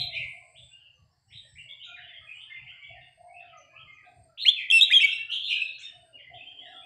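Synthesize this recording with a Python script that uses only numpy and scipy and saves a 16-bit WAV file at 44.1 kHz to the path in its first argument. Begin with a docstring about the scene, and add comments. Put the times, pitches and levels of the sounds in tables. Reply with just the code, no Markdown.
"""Bulbuls under a roof and among trees

One bulbul under a wooden roof whistles a loud bubbly phrase close by: gliding tones, overtones, early echoes.
Gliding tones among the trees, from other bulbuls and high chirps, are heard mostly through noise-built echo.
Doves coo in throbbing low tones; insects buzz in swells of narrow noise beaten by wing strokes.
Shaped noise makes a low rumble, a faint rustle and steady air; very faint low tones make a patchy floor."""
import sys
import numpy as np
from scipy import signal
from scipy.fft import rfft, irfft, next_fast_len
from scipy.io import wavfile
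from scipy.ndimage import uniform_filter1d, map_coordinates

SR = 44100
rng = np.random.default_rng(int(sys.argv[2]) if len(sys.argv) > 2 else 0)


def log_audio(samples):
    """Write samples as a 16-bit WAV file to the path given in sys.argv[1]."""
    # one column per channel
    frames = np.atleast_2d(samples).T
    # limit to full scale, then quantise
    limited = np.clip(frames, -1, 1)
    pcm = np.round(limited * 32767).astype(np.int16)
    wavfile.write(sys.argv[1], SR, pcm)


def boost(x):
    """Linear amplitude factor 10**(x/20) for a level x in decibels (scalar or array-like)."""
    u = np.asarray(x, float) / 20
    return 10 ** u


N = 302085
LEAD = SR // 4  # samples a track starts early


def unit(x):
    """Scaled to rms 1."""
    return x / np.sqrt(np.mean(x ** 2) + 1e-20)


def along(points, hz):
    """(frequency [Hz], value) points read on a log frequency axis."""
    f, v = np.transpose(points)
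    return np.interp(np.log(hz + 1), np.log(f + 1), v)


def wobble(rate_hz, size=N):
    """A smooth random curve, rate_hz knots a second."""
    knots = rng.standard_normal(int(size * rate_hz / SR) + 4)
    return map_coordinates(knots, [np.arange(size) * rate_hz / SR])


def noise(gain_db):
    """Noise of rms 1 coloured by a dB function of frequency."""
    m = next_fast_len(N)
    spectrum = rfft(rng.standard_normal(m)) * boost(gain_db(np.fft.rfftfreq(m, 1 / SR)))
    return unit(irfft(spectrum, m)[:N])


def resonance(centre_hz, width_hz):
    """Noise of rms 1 in one narrow band."""
    return noise(lambda hz: np.maximum(-4 * ((hz - centre_hz) / width_hz) ** 2, -120))


def since(s):
    """Seconds after each given moment, a row for each."""
    return np.arange(N) / SR - np.asarray(s)[:, None]


def add(track, s, sound):
    """Mixes a sound into a track that starts LEAD samples early."""
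    part = track[round(s * SR) + LEAD:][:len(sound)]
    part += sound[:len(part)]


# echo among the trunks: (frequency [Hz], t60 [s])
TREE_T60 = [(600, 0.33), (2000, 0.53), (4000, 0.36), (9000, 0.29)]


def echo(rise_s, patchy_db=1.0):
    """A fresh tail of energy 1; each frequency dies at its own speed, in clumps, as trunks stand unevenly."""
    hz, t, z = signal.stft(rng.standard_normal(SR * 3 // 5), SR, nperseg=256)
    clumps = uniform_filter1d(rng.standard_normal(z.shape), size=5, axis=0)
    clumps = unit(uniform_filter1d(clumps, size=3, axis=1))
    decay_db = -60 * t / along(TREE_T60, hz)[:, None]
    build = 1 - np.exp(-t / rise_s)
    tail = signal.istft(z * boost(patchy_db * clumps + decay_db) * build, SR, nperseg=256)[1]
    return tail / np.linalg.norm(tail)


# air rushing through a throat: (frequency [Hz], relative density [dB])
BREATH_COLOUR = [(4000, -64.5), (5000, -9), (7500, 1), (9000, -4.5), (12000, -20), (15500, -31.5)]


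def breath(size):
    """A short stretch of throat noise of rms 1."""
    gain = boost(along(BREATH_COLOUR, np.fft.rfftfreq(size, 1 / SR)))
    return unit(irfft(rfft(rng.standard_normal(size)) * gain, size))


# loud bass at the start, soon falling; then low thumps: (time [s], peak level [dB])
BASS_PEAKS = [(.02, -45.5), (.2, -49), (.61, -59.5), (1.03, -60.5), (1.35, -56), (1.56, -56), (2.02, -63),
              (2.22, -63), (2.63, -58.5), (2.92, -55), (3.199, -65.5), (3.5, -65), (3.83, -60.5),
              (4.2, -59), (5.45, -68), (5.98, -65), (6.319, -59)]
# rumble colour: (frequency [Hz], relative density [dB])
RUMBLE_COLOUR = [(12, -57.5), (20, -17.5), (32, -24), (75, -5.5), (118, -4.5), (137, -7), (178, -16.5),
                 (220, -27), (290, -58), (480, -120)]
STEADY_DB, PEAK_RISE_DB_PER_S, PEAK_FALL_DB_PER_S = -74, 199.5, 101


def rumble():
    """Lumpy low noise with a wavering narrow hum; bass peaks rise above a steady floor."""
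    s, db = np.transpose(BASS_PEAKS)
    t = since(s)
    peaks_db = db[:, None] - np.maximum(-PEAK_RISE_DB_PER_S * t, PEAK_FALL_DB_PER_S * t)
    level_db = uniform_filter1d(np.maximum(peaks_db.max(axis=0), STEADY_DB), size=1500)
    hum = resonance(centre_hz=127, width_hz=6)
    body = noise(lambda hz: along(RUMBLE_COLOUR, hz)) + 0.44 * hum
    return boost(level_db) * unit(boost(0.77 * wobble(34)) * body)


# rustle colour: (frequency [Hz], relative density [dB])
RUSTLE_COLOUR = [(170, -30), (250, 9), (480, 2.5), (1000, -8.5), (1500, -36)]
# rustle loudness: (time [s], level [dB])
RUSTLE_LEVEL = [(0, -89), (.21, -80), (.4, -91), (1.05, -88), (2.6, -84.5), (3.34, -87.5), (3.7, -79),
                (4.2, -71), (4.37, -84), (6.2, -76), (6.35, -72), (6.85, -66.5)]


def rustle():
    """Faint flickering noise that comes and goes."""
    s, db = np.transpose(RUSTLE_LEVEL)
    flicker = boost(4.7 * wobble(25))
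    return boost(np.interp(np.arange(N) / SR, s, db)) * unit(flicker * noise(lambda hz: along(RUSTLE_COLOUR, hz)))


# garden hiss with a far insect chorus near 4.6 kHz: (frequency [Hz], relative density [dB])
AIR_COLOUR = [(500, -32), (800, -2.5), (1200, -16.5), (1900, -8.5), (2400, -23), (3900, -19), (4300, -6.5),
              (4650, -3.5), (5000, -8.5), (5500, -22), (6000, -20), (9000, -25), (15400, -31),
              (16200, -56.5)]
AIR_DB = -80.5


def air():
    """Coloured noise, almost steady."""
    return boost(AIR_DB + 0.68 * wobble(4.2)) * noise(lambda hz: along(AIR_COLOUR, hz))


# overtones of a bird among the nearest trees: (multiple of the pitch, level [dB])
NEAR_TREE_OVERTONES = [(2, -29), (3, -33.5), (4, -58.5)]


def far_whistles(notes, direct_db=-10, dulling=0.97, bend=0.87, waver=.02, breath_db=-42):
    """Distant whistles arrive weak and direct, then mostly as echo from the trees."""
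    track = np.zeros(N + LEAD)
    for s, length_s, start_hz, end_hz, db in notes:
        u = np.linspace(0, 1, round(length_s * SR))
        glide_hz = start_hz + (end_hz - start_hz) * u ** bend
        phase = 2 * np.pi * np.cumsum(glide_hz * (1 + waver * wobble(119.3, size=len(u)))) / SR
        loss_db = dulling * min(db + 26.0, 0)  # fainter means farther: air and leaves eat the overtones
        level = np.sqrt(2) * boost(db) * np.sin(np.pi * u)
        fundamental = np.sin(phase)
        overtones = sum(boost(k_db + loss_db) * np.sin(round(k) * phase) for k, k_db in NEAR_TREE_OVERTONES)
        throat = boost(breath_db + loss_db) * breath(len(u))
        # turned away: only the fundamental comes straight
        add(track, s, boost(direct_db) * level * fundamental)
        add(track, s, signal.fftconvolve(level * (fundamental + overtones + throat), echo(rise_s=0.0089)))
    return track[LEAD:]


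# clearest gliding whistles among the trees, with the echo wash under the near phrase:
# (time [s], length [s], start pitch [Hz], end pitch [Hz], level into the echo [dB])
TREE_NOTES = [(-0.039, 0.022, 4210, 4035, -21), (-0.027, 0.043, 4140, 2903, -34),
              (-0.03, 0.035, 3100, 2033, -41.5), (-0.018, 0.022, 3730, 3734, -29),
              (0.11, 0.032, 3180, 4090, -41.5), (0.129, 0.011, 2630, 3240, -30.5),
              (0.108, 0.034, 1970, 2276, -42.5), (0.143, 0.03, 2046, 2905, -29.5),
              (0.201, 0.029, 2030, 2440, -31.5), (0.25, 0.016, 1120, 1030, -66),
              (0.4, 0.036, 1050, 1032, -67.5), (0.535, 0.018, 2740, 2080, -57.5),
              (0.548, 0.033, 2476, 4030, -48.5), (0.578, 0.019, 3690, 3540, -45),
              (0.685, 0.025, 2530, 2440, -65), (0.7, 0.024, 1600, 1540, -74),
              (0.709, 0.037, 2790, 2852, -49), (0.77, 0.032, 3110, 3340, -62.5),
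              (0.793, 0.069, 3210, 2545, -55), (1.28, 0.041, 2880, 3120, -60),
              (1.3, 0.022, 1715, 3120, -53.5), (1.318, 0.02, 2900, 3800, -45),
              (1.345, 0.025, 4050, 3583, -43), (1.411, 0.081, 1830, 1910, -68),
              (1.553, 0.015, 1720, 2560, -46), (1.581, 0.012, 2670, 3125, -38.5),
              (1.675, 0.017, 2260, 2065, -47), (1.685, 0.018, 3030, 3720, -39.5),
              (1.795, 0.022, 2630, 3240, -42), (1.825, 0.019, 3260, 3800, -39.5),
              (1.806, 0.043, 3170, 3120, -48), (1.858, 0.042, 1470, 1398, -53),
              (1.89, 0.029, 2470, 2405, -44.5), (1.951, 0.037, 2390, 1396, -47.5),
              (2.02, 0.0086, 3260, 2480, -47.5), (2.074, 0.038, 1870, 3330, -52),
              (2.087, 0.028, 2120, 1883, -49.5), (2.124, 0.044, 3540, 2935, -47),
              (2.21, 0.014, 1220, 1230, -58.5), (2.26, 0.062, 2490, 2454, -44.5),
              (2.281, 0.011, 2850, 2010, -42.5), (2.35, 0.023, 2910, 2854, -42),
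              (2.39, 0.03, 2900, 3690, -44), (2.471, 0.052, 1680, 1920, -53),
              (2.5, 0.02, 2100, 2210, -38.5), (2.536, 0.038, 3200, 2120, -46.5),
              (2.669, 0.019, 2150, 3390, -41), (2.696, 0.044, 1310, 1660, -63.5),
              (2.807, 0.042, 2310, 2270, -45), (2.815, 0.036, 2460, 3660, -48),
              (2.894, 0.0085, 2810, 2880, -45), (2.955, 0.029, 1790, 1887, -53),
              (3.009, 0.014, 3670, 3340, -56), (3.2, 0.06, 785, 1006, -67),
              (3.265, 0.055, 2100, 2264, -58.5), (3.33, 0.031, 2550, 2680, -51),
              (3.36, 0.013, 2767, 2516, -39), (3.39, 0.027, 2800, 3880, -59),
              (3.39, 0.053, 2340, 1230, -63), (3.475, 0.016, 3500, 2640, -53),
              (3.501, 0.072, 1390, 1182, -58.5), (3.526, 0.02, 2130, 1980, -55.5),
              (3.698, 0.025, 1640, 1740, -64.5), (3.72, 0.024, 1060, 1070, -63),
              (3.725, 0.079, 1190, 1331, -58.5), (3.732, 0.044, 2070, 3090, -48),
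              (3.785, 0.021, 2910, 3290, -47.5), (3.849, 0.015, 1270, 1234, -54.5),
              (3.87, 0.026, 2150, 2133, -48), (3.934, 0.051, 1310, 1184, -61.5),
              (3.953, 0.042, 2820, 1750, -55.5), (4.02, 0.036, 1740, 1500, -65.5),
              (4.04, 0.028, 3130, 4000, -65.5), (4.28, 0.031, 1280, 1410, -68),
              (4.374, 0.012, 2300, 4210, -33.5), (4.385, 0.03, 3620, 4180, -31),
              (4.41, 0.03, 4100, 4290, -28.5), (4.53, 0.05, 3140, 3110, -37.5),
              (4.6, 0.034, 2220, 2090, -45), (4.549, 0.063, 2910, 1910, -31.5),
              (4.7, 0.053, 2016, 4250, -34), (4.77, 0.071, 4060, 2980, -24.5),
              (4.86, 0.033, 1870, 3400, -36.5), (4.87, 0.035, 3520, 3720, -29),
              (4.95, 0.073, 4128, 2292, -24.5), (5.03, 0.061, 1987, 3812, -27),
              (5.1, 0.041, 2800, 2650, -24.5), (5.06, 0.016, 1300, 1650, -53),
              (5.18, 0.017, 1790, 1840, -50.5), (5.25, 0.069, 1515, 1315, -63.5),
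              (5.292, 0.021, 2600, 3340, -27.5), (5.317, 0.027, 4290, 2470, -26),
              (5.438, 0.015, 3770, 3230, -26.5), (5.471, 0.0088, 3780, 3580, -32),
              (5.478, 0.033, 2470, 3246, -22.5), (5.506, 0.013, 2380, 2615, -20.5),
              (5.45, 0.052, 1420, 1342, -69.5), (5.55, 0.027, 1720, 1605, -55.5),
              (5.595, 0.016, 2600, 2664, -24), (5.629, 0.051, 3280, 4170, -43.5),
              (5.66, 0.04, 3600, 3883, -43), (5.717, 0.055, 4300, 4100, -49),
              (5.78, 0.0058, 1477, 1720, -55), (5.798, 0.013, 3200, 1970, -47.5),
              (5.828, 0.012, 3630, 3640, -34.5), (5.84, 0.055, 2016, 1690, -63),
              (5.866, 0.029, 3110, 2940, -57), (6.05, 0.02, 1590, 1536, -68),
              (6.125, 0.046, 2880, 2780, -46.5), (6.163, 0.044, 2760, 1830, -53.5),
              (6.189, 0.012, 3400, 2770, -46.5), (6.244, 0.0096, 2020, 2005, -43.5),
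              (6.327, 0.032, 2630, 3780, -44.5), (6.371, 0.057, 2250, 2940, -49),
              (6.454, 0.045, 2920, 3364, -43), (6.572, 0.037, 2750, 3380, -45),
              (6.6, 0.089, 2300, 1574, -54), (6.626, 0.028, 3660, 3040, -49),
              (6.65, 0.034, 3590, 3980, -57), (6.716, 0.067, 1500, 1240, -58),
              (6.724, 0.066, 3500, 3314, -45.5), (6.812, 0.046, 2160, 2930, -52.5)]


def tree_whistles():
    """Single gliding whistles, nearer and farther, and the wash under the near phrase."""
    return far_whistles(TREE_NOTES)


# spells of soft notes: (start [s], end [s], lowest pitch [Hz], highest pitch [Hz], level into the echo [dB])
TWITTER_SPELLS = [(-.1, .1, 1983, 3600, -53.5), (1.3, 1.38, 1905, 3900, -60), (1.95, 2.2, 1297, 2300, -66),
                  (2.33, 2.78, 690, 1700, -76), (1.779, 2.15, 1885, 3808, -54.5),
                  (2.296, 3.0, 1863, 3610, -57), (3.482, 3.68, 2154, 2840, -65.5),
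                  (3.805, 4.027, 1797, 3276, -61.5), (4.72, 5.1, 1988, 4200, -43.5),
                  (5.28, 5.55, 2607, 4300, -38.5), (5.69, 5.869, 2445, 3917, -52),
                  (6.333, 6.78, 2121, 3750, -56.5)]
TWITTER_PER_S, TWITTER_S = 22, 0.077  # note rate, note length


def twitter():
    """Evenly paced notes, each gliding between two random pitches of its spell's range."""
    notes = []
    for start, end, low_hz, high_hz, db in TWITTER_SPELLS:
        s = np.arange(start, end, 1 / TWITTER_PER_S)
        ends_hz = low_hz + (high_hz - low_hz) * rng.random((len(s), 2))
        notes += [(when, TWITTER_S, *pair, db) for when, pair in zip(s, ends_hz)]
    return far_whistles(notes)


def patchy_floor(count=110, low_hz=450, high_hz=2200, level_db=-79, spread_db=4):
    """Very faint short low tones at random moments, a patchy floor."""
    when, pitch, glide, size = rng.random((count, 4)).T
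    length_s = .02 + .03 * size
    hz = low_hz * (high_hz / low_hz) ** pitch
    end_hz = hz * (1 + .2 * (glide - .5))
    db = level_db + spread_db * (2 * size - 1)
    return far_whistles(np.transpose([when * N / SR, length_s, hz, end_hz, db]))


# dove coos: (time [s], length [s], pitch reached after the opening scoop [Hz], end pitch [Hz], level [dB])
DOVE_COOS = [(-.1, .33, 740, 617.5, -51), (.3, .34, 700, 620, -61.5), (.72, .1, 800, 770, -86),
             (1.079, .1, 714, 700, -81), (1.3, .04, 690, 671.2, -73), (1.41, .05, 600, 610, -64.5),
             (1.63, .11, 640, 600, -66.5), (1.86, .4, 720, 623, -63), (2.329, .2, 815, 840, -78.5),
             (2.6, .13, 750, 694, -73), (2.87, .12, 680, 708, -52), (2.99, .14, 705, 700, -66.5),
             (3.16, .46, 715, 650.6, -52.5), (3.63, .22, 645, 626, -63), (4.03, .32, 730, 607.4, -60),
             (4.79, .15, 680, 690, -61), (4.973, .3, 709, 700, -75), (5.331, .15, 642, 718.5, -76.5),
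             (5.6, .13, 630, 600, -66), (5.9, .31, 700, 594, -61), (6.29, .1, 715, 684.6, -49),
             (6.39, .15, 720, 690, -64), (6.58, .4, 700, 716, -54.5)]
SCOOP, SCOOP_SHARE = 0.94, 0.19  # start pitch over pitch after the scoop, share of the length spent climbing
COO_RISE_S, COO_FALL_S, COO_SAG_DB = 0.043, 0.1, 5.5


def doves(throb_hz=45, depth=1.0, wet=2.2):
    """A soft low tone that throbs in the throat, blurred by distance; each coo opens quickly and sags."""
    s, length, scooped_hz, end_hz, db = np.transpose(DOVE_COOS)
    knots_s = np.ravel([s, s + SCOOP_SHARE * length, s + length], "F")
    knots_hz = np.ravel([SCOOP * scooped_hz, scooped_hz, end_hz], "F")
    pitch = np.interp(np.arange(N) / SR, knots_s, knots_hz)
    t, length = since(s), length[:, None]
    gate = np.clip(np.minimum(t / COO_RISE_S, 1 + (length - t) / COO_FALL_S), 0, 1) ** 2
    sag_db = COO_SAG_DB * np.clip(t / length, 0, 1)
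    level = np.max(gate * boost(db[:, None] - sag_db), axis=0)
    throb = 1 + depth * np.sin(2 * np.pi * np.cumsum(throb_hz * (1 + 0.4 * wobble(6))) / SR)
    phase = 2 * np.pi * np.cumsum(pitch * (1 + 0.025 * wobble(37))) / SR
    tone = unit(throb * np.sin(phase))
    blur = unit(signal.fftconvolve(tone, echo(rise_s=0.006)[:SR // 8])[:N])
    return level * unit(tone + wet * blur)


SWELL_DB, START_DB_PER_S, STOP_DB_PER_S = 10, 140, 255.5  # gain within a swell, slopes before and after it


def buzz(rows, centre_hz, width_hz, beat_hz):
    """Short wing strokes beat a narrow resonance; the insect swells to a peak, then stops."""
    s, db, swell = np.transpose(rows)
    t, swell = since(s), swell[:, None]
    under_db = SWELL_DB * np.clip(-t / swell, 0, 1)
    under_db = under_db + START_DB_PER_S * np.maximum(-t - swell, 0) + STOP_DB_PER_S * np.maximum(t, 0)
    strokes = 1 + .7 * np.sin(2 * np.pi * beat_hz * np.arange(N) / SR + 2 * wobble(20))
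    level = boost(np.max(db[:, None] - under_db, axis=0))
    return level * unit(resonance(centre_hz, width_hz) * strokes)


# swells of three buzzes, each: (peak time [s], peak level [dB], swell length [s])
HIGH_SWELLS = [(0.02, -89, .1), (.66, -69.5, .5), (1.5, -71, 0.17), (2.44, -72, 0.19), (3.35, -71.5, 0.27),
               (4.25, -69.5, 0.13), (5.2, -76.5, .25), (6.1, -71, .2), (6.86, -73.5, 0.17)]
LOW_SWELLS = [(0.02, -70, .1), (.74, -65.5, 0.45), (1.64, -65, 0.3)]
THIN_SWELLS = [(.6, -83, .6), (1.8, -82.5, 0.89), (2.37, -73, .05), (2.9, -82, .3), (4.3, -83.5, 0.7),
               (6.75, -80.5, 0.42)]


def insects():
    """Three buzzes at different pitches; two beat near 200 Hz, the thin one near 85 Hz."""
    high = buzz(HIGH_SWELLS, centre_hz=8420, width_hz=170, beat_hz=200)
    low = buzz(LOW_SWELLS, centre_hz=7890, width_hz=155, beat_hz=199.3)
    thin = buzz(THIN_SWELLS, centre_hz=7390, width_hz=98, beat_hz=85.5)
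    return high + low + thin


# short high chirps, and at 5.78 s the bright overtone sweep of a whistle:
# (time [s], length [s], start pitch [Hz], end pitch [Hz], level into the echo [dB])
HIGH_NOTES = [(.1, 0.12, 9300, 9260, -75.5), (.24, 0.14, 9500, 9200, -73), (.17, .04, 5870, 5730, -79),
              (.93, .04, 6400, 5960, -75.5), (1.1, 0.036, 5550, 5270, -76.5),
              (1.27, 0.049, 5600, 5280, -69.5), (1.45, 0.097, 5500, 5360, -74),
              (1.84, 0.026, 7430, 6060, -62.5), (2.34, 0.027, 7400, 7600, -70),
              (3.57, 0.0137, 6820, 5800, -54.5), (3.91, .04, 6300, 6170, -77),
              (5.78, 0.029, 4820, 9080, -52.5), (5.81, 0.029, 5750, 5270, -53.5),
              (6.66, 0.051, 5490, 5300, -74)]


def high_notes():
    """High chirps and one overtone sweep, heard mostly through the tree echo."""
    return far_whistles(HIGH_NOTES)


# near bulbul, one list a note: (time [s], pitch [Hz], level [dB])
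SONG_NOTES = [
    [(4.446, 1800, -50), (4.455, 2150, -28), (4.463, 2800, -20), (4.474, 3000, -15), (4.479, 3100, -25),
     (4.484, 3230, -13), (4.495, 3500, -14), (4.503, 3560, -19), (4.51, 3560, -45)],
    [(4.7, 3700, -36), (4.703, 3200, -18), (4.707, 3100, -30), (4.713, 3330, -11), (4.718, 3000, -30)],
    [(4.713, 2670, -36), (4.722, 2670, -17), (4.745, 2692, -15.5), (4.765, 2690, -15.5), (4.79, 2635, -16),
     (4.8, 2620, -21), (4.808, 2550, -40)],
    [(4.807, 2800, -40), (4.813, 3420, -10), (4.817, 3510, -22), (4.823, 3670, -13), (4.832, 3800, -13.5),
     (4.841, 3850, -23), (4.852, 3900, -40)],
    [(4.9, 1500, -46), (4.913, 2050, -25), (4.921, 2100, -22), (4.925, 2450, -19), (4.93, 2460, -16),
     (4.935, 2480, -36)],
    [(4.928, 2900, -40), (4.936, 3270, -15), (4.946, 3310, -13), (4.953, 3480, -18), (4.96, 3240, -15),
     (4.978, 3200, -13), (4.986, 3180, -18), (4.993, 3150, -40)],
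    [(4.997, 1700, -42), (5.006, 2400, -24), (5.012, 2700, -20), (5.022, 2690, -16), (5.031, 2680, -21),
     (5.037, 2650, -40)],
    [(5.024, 2350, -40), (5.035, 2230, -18), (5.048, 2270, -15), (5.057, 2270, -21), (5.066, 2200, -40)],
]
# beak opening, one value a note: gain per overtone step [dB]
BEAK_GAPE = [-3, 4, 1.05, 2.5, 0, -0.5, -3, -1]
# throat and beak colour for overtones: (frequency [Hz], level re fundamental before gape [dB])
BEAK_COLOUR = [(4400, -27.5), (5400, -21.5), (6500, -30), (8000, -24), (9300, -37.5), (10800, -28),
               (11500, -37.5), (13000, -54.5), (16000, -81), (17000, -120)]
# early roof echoes: (delay [s], level [dB])
ROOF_ECHOES = [(.0021, -17), (.0047, -19), (.0083, -20), (.013, -21), (.019, -22), (.027, -23)]


def near_bulbul(echo_db=-15, echo_shine_db=-6, breath_db=-42, half_db=-42):
    """Each note is a gliding whistle with weak overtones, answered by the roof and then by the trees."""
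    track = np.zeros(N + LEAD)
    roof = np.zeros(SR // 30)
    roof[0] = 1
    for s, db in ROOF_ECHOES:
        roof[round(s * SR)] = boost(db)
    muscle = np.hanning(round(.0025 * SR))
    muscle = muscle / muscle.sum()
    for note, gape_db in zip(SONG_NOTES, BEAK_GAPE):
        s, hz, db = np.transpose(note)
        t = np.arange(s[0], s[-1], 1 / SR)
        size = len(t)
        glide_hz = np.interp(t, s, hz)
        pitch = glide_hz * (1 + .005 * wobble(200, size))
        phase = 2 * np.pi * np.cumsum(pitch) / SR
        level = np.sqrt(2) * boost(np.interp(t, s, db) + .8 * wobble(150, size))  # slight flutter
        # muscles cannot jump
        level = np.convolve(level * signal.windows.tukey(size, .2), muscle, "same")
        shine = 0
        for k in (2, 3, 4, 5):
            shine = shine + boost(along(BEAK_COLOUR, k * pitch) + gape_db * (k - 1)) * np.sin(k * phase)
        shine = shine * np.sqrt(level / level.max())  # harder blowing is brighter
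        throat = boost(breath_db) * breath(size)
        # fast glides are hoarse
        rough = np.clip(np.abs(np.gradient(glide_hz)) * SR / 25000, .12, 1)
        rough = np.convolve(rough, muscle, "same")
        level = level * (1 + .4 * rough * wobble(400, size))
        shine = shine * (1 - .6 * rough + .9 * rough * wobble(1500, size))
        # on held notes strong and weak cycles alternate slightly
        uneven = 1 + boost(half_db) * (1 - rough) ** 2 * np.sin(phase / 2)
        direct = level * uneven * (np.sin(phase) + shine + throat)
        add(track, s[0], signal.fftconvolve(direct, roof))
        # the beak beams its treble forward, so the trees get less
        dull = level * (np.sin(phase) + boost(echo_shine_db) * shine + throat)
        add(track, s[0], boost(echo_db) * signal.fftconvolve(dull, echo(rise_s=.015)))
    return track[LEAD:]


def scene():
    """Everything at one microphone."""
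    garden = rumble() + rustle() + air()
    far = tree_whistles() + twitter() + patchy_floor() + high_notes()
    return (garden + far + doves() + insects() + near_bulbul())[None]


def roll_off(x):
    """The treble ends steeply here."""
    return signal.sosfilt(signal.butter(12, 15480, fs=SR, output="sos"), x)


def record(dry):
    """The finished mix as it is stored."""
    return roll_off(dry)


dry = scene()
out = record(dry)
log_audio(out)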